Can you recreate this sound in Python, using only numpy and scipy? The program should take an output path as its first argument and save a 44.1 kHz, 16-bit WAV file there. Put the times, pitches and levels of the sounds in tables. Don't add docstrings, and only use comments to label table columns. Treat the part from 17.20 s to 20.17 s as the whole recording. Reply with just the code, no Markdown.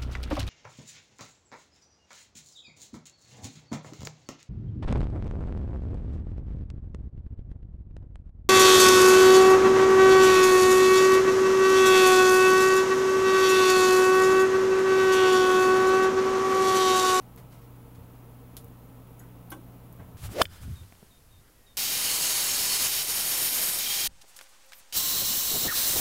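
import sys
import numpy as np
from scipy import signal
from scipy.fft import rfft, irfft
from scipy.io import wavfile

SR = 44100
rng = np.random.default_rng(int(sys.argv[2]) if len(sys.argv) > 2 else 0)


def inscribe(sig):
    pcm = np.round(np.clip(np.atleast_2d(sig).T, -1, 1) * 32767)
    wavfile.write(sys.argv[1], SR, pcm.astype(np.int16))


N = 130977

# frequency in Hz, level in dB per Hz.
NOISE_BED = [(15, -83), (30, -102), (70, -76.5), (110, -83), (165, -75.5), (205, -82.5), (255, -75),
             (340, -85.5), (430, -87), (600, -87.5), (1000, -90.5), (1700, -101), (3000, -104),
             (4800, -111), (8500, -111), (12500, -107), (14300, -103.5), (15700, -106)]
# centre in Hz, width in Hz, level in dB per Hz.
WHINE_BANDS = [(464, 10.5, -77), (6840, 58, -108), (10270, 113, -98), (12020, 33, -100), (13700, 71, -91.5),
               (15700, 38, -94.5)]
# pitch in Hz, level in dB.
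HUM_TONES = [(23, -63.5), (51.3, -60.5), (58.6, -61.5), (120, -51), (1124, -84), (1242, -100),
             (1301, -74.5), (2659, -94.5)]
HUM_WAVER_DEPTH, HUM_WAVER_HZ = 0.059, 4.4
OVERTONE_HZ, OVERTONE_DB = 179, [(0, -62), (1.95, -65), (2.1, -56), (2.97, -60)]

# start, rise and decay in seconds, level in dB.
SCUFFS = [(0, 0.0026, .03, -63), (.172, 0.0048, 0.015, -54.5), (.3, 0.022, 0.051, -60),
          (.418, 0.0052, .015, -64.5), (.747, 0.0034, 0.0062, -56.5)]
DRAGS = [(.165, 0.017, 0.043, -52), (2.787, 0.0096, 0.017, -50)]
RUBS = [(1.995, .01, .05, -62), (2.788, .01, .03, -55)]
# frequency in Hz, gain in dB.
SCUFF_EQ = [(200, 8), (1600, 4.5), (2200, 6.5), (2600, 1), (3100, 1), (4200, 2), (7000, -3), (12000, 0),
            (16000, -3)]
DRAG_EQ = [(20, -15), (60, -1), (170, 3), (270, -4), (600, -9), (1200, -15), (2500, -39), (8000, -62)]
RUB_EQ = [(100, -10), (550, 0), (800, -3), (1100, 4), (1350, -4), (1560, 3), (2200, -8), (4000, -22),
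          (12000, -32)]
GRAINS_PER_S, GRAIN_SPREAD_DB = 2300, 3.5

TICK_FIRST_S, TICK_PERIOD_S = .1623, 1.2827
# their delays in seconds, then their levels in dB.
TICK_DELAYS_S = [0, .0066, .0384]
TICK_LEVELS_DB = [-26, -35, -36]
# frequency in Hz, gain in dB.
TICK_EQ = [(500, -41), (4000, -21), (7000, -9), (10500, -6.5), (13300, 5), (16000, -2)]

# start in seconds, level in dB.
BUMPS = [(.775, -37), (1.44, -41.5), (2.793, -36), (2.938, -36.5)]
# pitch in Hz, level in dB, seconds to fall by 60 dB.
BUMP_MODES = [(91, -1, 0.32), (155, -3, 0.12)]
BUMP_CONTACT_S = 0.0024

# start in seconds, level in dB.
SNAP = [(1.3682, -12)]
# frequency in Hz, gain in dB.
SNAP_EQ = [(300, -28), (1200, -9.5), (2200, -13.5), (3600, -2), (5200, -6.5), (7500, -8.5), (9500, -5),
           (11800, 0.5), (13500, -6), (16000, -11)]
SNAP_BASS_LAG_S = 0.00032

# start in seconds, level in dB.
TOUCHES = [(1.9937, -53), (1.9965, -52)]
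CLINKS = [(2.3026, -45), (2.3053, -39), (2.3182, -47)]
# start in seconds, level in dB, contact time in milliseconds.
KNOCKS = [(2.3180, -50.5, .02), (2.3200, -40.5, 0.16), (2.3237, -46, 0.1)]
# pitch in Hz, level in dB, seconds to fall by 60 dB.
TOUCH_MODES = [(6540, -5, .035), (7780, -9, 0.066), (10440, -3, .035), (11250, -2, .022), (12500, -3, .015),
               (13050, -3, .015)]
CLINK_MODES = [(11300, 4, 0.0088), (12040, -1, 0.024), (12400, -2, .013), (12400, -9, .01),
               (15000, -8, .012), (15350, -6, 0.023)]
BOX_MODES = [(312, 2.5, 0.057), (367, -6, 0.12), (424, -14, .06), (554, -7, 0.1), (780, -11, 0.094),
             (1020, -5.5, 0.079), (1116, 1.5, 0.085), (1548, 0, 0.066), (1680, -15, 0.05),
             (2280, -10, 0.043), (2673, -11, .05), (2896, -3.5, 0.052), (3550, -6, 0.052),
             (8970, 7.5, .017)]
# frequency in Hz, gain in dB.
TOUCH_CRACK_EQ = [(1000, 24), (5000, 2), (6500, 17), (12500, 16.5), (15500, 18)]
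CLINK_CRACK_EQ = [(500, -4), (2000, 4), (2900, 9), (4200, 12), (6000, 3), (8300, -6), (11500, 22),
                  (15500, 13)]
BOX_CRACK_EQ = [(150, 5), (400, 33.5), (750, 35), (1100, 30.5), (2000, 29.5), (3400, 32), (4600, 22),
                (7500, 25.5), (9000, 24), (15000, 18)]

# delay in seconds, level in dB.
ECHOES = [(.0015, -56.5), (.0032, -10), (.0054, -23.5), (0.0083, -9)]
# frequency in Hz, seconds to fall by 60 dB.
ROOM_T60 = [(150, 0.49), (1000, 0.11), (4000, 0.13), (10000, 0.15), (16000, 0.089)]
ROOM_TAIL_DB = -1
BASS_CUT_HZ, TOP_EDGE_HZ = 18, 15850


def amp(db):
    return 10 ** (np.asarray(db) / 20)


def unit_rms(x):
    return x / np.sqrt(np.mean(x ** 2) + 1e-20)


def curve_at(points, hz):
    point_hz, value = np.transpose(points)
    return np.interp(np.log(hz + 1), np.log(point_hz + 1), value)


def add(mix, start_s, sound):
    part = mix[max(round(start_s * SR), 0):][:len(sound)]
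    part += sound[:len(part)]


def impulses(rows):
    out = np.zeros(N)
    for start_s, db in rows:
        add(out, start_s, amp([db]))
    return out


def equalise(x, eq, size=4096):
    hz = abs(np.fft.fftfreq(size, 1 / SR))
    log_gain = np.log(amp(curve_at(eq, hz)))
    taps = np.fft.ifft(np.exp(np.conj(signal.hilbert(log_gain)))).real
    return signal.fftconvolve(x, taps[:size // 2])[:N]


def hum_and_hiss():
    hz, t = np.fft.rfftfreq(N, 1 / SR), np.arange(N) / SR
    whine = sum(amp(db) ** 2 / (1 + ((hz - centre) / width * 2) ** 2)
                for centre, width, db in WHINE_BANDS)
    power = amp(curve_at(NOISE_BED, hz)) ** 2 + whine
    out = irfft(rfft(rng.standard_normal(N)) * np.sqrt(power * SR / 2), N)
    swell_db = np.interp(t, *np.transpose(OVERTONE_DB))
    for pitch, db in HUM_TONES + [(OVERTONE_HZ, swell_db)]:
        waver = unit_rms(irfft(rfft(rng.standard_normal(N)) * np.exp(-hz / HUM_WAVER_HZ), N))
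        tone = np.sqrt(2) * np.sin(2 * np.pi * (pitch * t + rng.random()))
        out += amp(db) * (1 + HUM_WAVER_DEPTH * waver) * tone
    return out


def friction(strokes, eq):
    t = np.arange(N) / SR
    grains = rng.standard_normal(N) * amp(GRAIN_SPREAD_DB * rng.standard_normal(N))
    grains *= rng.random(N) < GRAINS_PER_S / SR
    envelope = np.zeros(N)
    for start, rise, decay, db in strokes:
        attack = np.clip((t - start) / rise, 0, 1)
        release = np.exp(-np.maximum(t - start - rise, 0) / decay)
        envelope += amp(db) * attack * release
    return envelope * unit_rms(equalise(grains, eq))


def ticks():
    starts = np.arange(TICK_FIRST_S, N / SR, TICK_PERIOD_S)
    pulses = [(start + delay, db) for start in starts for delay, db in zip(TICK_DELAYS_S, TICK_LEVELS_DB)]
    return equalise(impulses(pulses), TICK_EQ)


def ring(modes):
    t = np.arange(SR // 2) / SR
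    return sum((-1) ** k * amp(db - 60 * t / t60) * np.sin(2 * np.pi * hz * t)
               for k, (hz, db, t60) in enumerate(modes))


def bumps():
    t = np.arange(SR // 20) / SR
    push = t * np.exp(-t / (BUMP_CONTACT_S / 2))
    thud = np.convolve(ring(BUMP_MODES), push / push.sum())
    return signal.fftconvolve(impulses(BUMPS), thud)[:N]


def snap():
    hz = np.fft.rfftfreq(N, 1 / SR)
    lag_s = SNAP_BASS_LAG_S * np.maximum(1 - hz / TOP_EDGE_HZ, 0)
    phase = 2 * np.pi * np.cumsum(lag_s) * SR / N
    force = irfft(rfft(impulses(SNAP)) * np.exp(-1j * phase), N)
    return equalise(force, SNAP_EQ)


def strike(modes, crack_eq, crack_s):
    body = ring(modes)
    t = np.arange(len(body)) / SR
    crack = rng.standard_normal(len(t)) * np.exp(-t / crack_s)
    return body + equalise(crack / np.linalg.norm(crack), crack_eq)[:len(t)]


def metal_clinks():
    touches = signal.fftconvolve(impulses(TOUCHES), strike(TOUCH_MODES, TOUCH_CRACK_EQ, crack_s=.0017))
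    clinks = signal.fftconvolve(impulses(CLINKS), strike(CLINK_MODES, CLINK_CRACK_EQ, crack_s=.0015))
    return (touches + clinks)[:N]


def box_knock():
    out = np.zeros(N)
    for start_s, db, contact_ms in KNOCKS:
        hit = strike(BOX_MODES, BOX_CRACK_EQ, crack_s=.0046)
        softness = np.exp(-1000 / (contact_ms * SR))
        add(out, start_s, amp(db) * signal.lfilter([1 - softness], [1, -softness], hit))
    return out


def room(x):
    hz, t, noise = signal.stft(rng.standard_normal(SR // 2), SR, nperseg=256)
    decay = amp(-60 * t / curve_at(ROOM_T60, hz)[:, None])
    tail = signal.istft(noise * decay, SR, nperseg=256)[1]
    tail *= np.minimum(np.arange(len(tail)) / SR / 0.0023, 1)
    direct_and_echoes = impulses([(0, 0.011)] + ECHOES)[:len(tail)]
    response = direct_and_echoes + amp(ROOM_TAIL_DB) * tail / np.linalg.norm(tail)
    return signal.fftconvolve(x, response)[:N]


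def scene():
    rubbing = friction(SCUFFS, SCUFF_EQ) + friction(DRAGS, DRAG_EQ) + friction(RUBS, RUB_EQ)
    handling = rubbing + snap() + metal_clinks() + box_knock()
    return (room(handling) + bumps() + hum_and_hiss() + ticks())[None]


def record(dry):
    bass_cut = signal.butter(4, BASS_CUT_HZ, "highpass", fs=SR, output="sos")
    top_cut = signal.firwin(511, TOP_EDGE_HZ, window=("kaiser", 9), fs=SR)
    return signal.oaconvolve(signal.sosfilt(bass_cut, dry), top_cut[None], "same")


dry = scene()
out = record(dry)
inscribe(out)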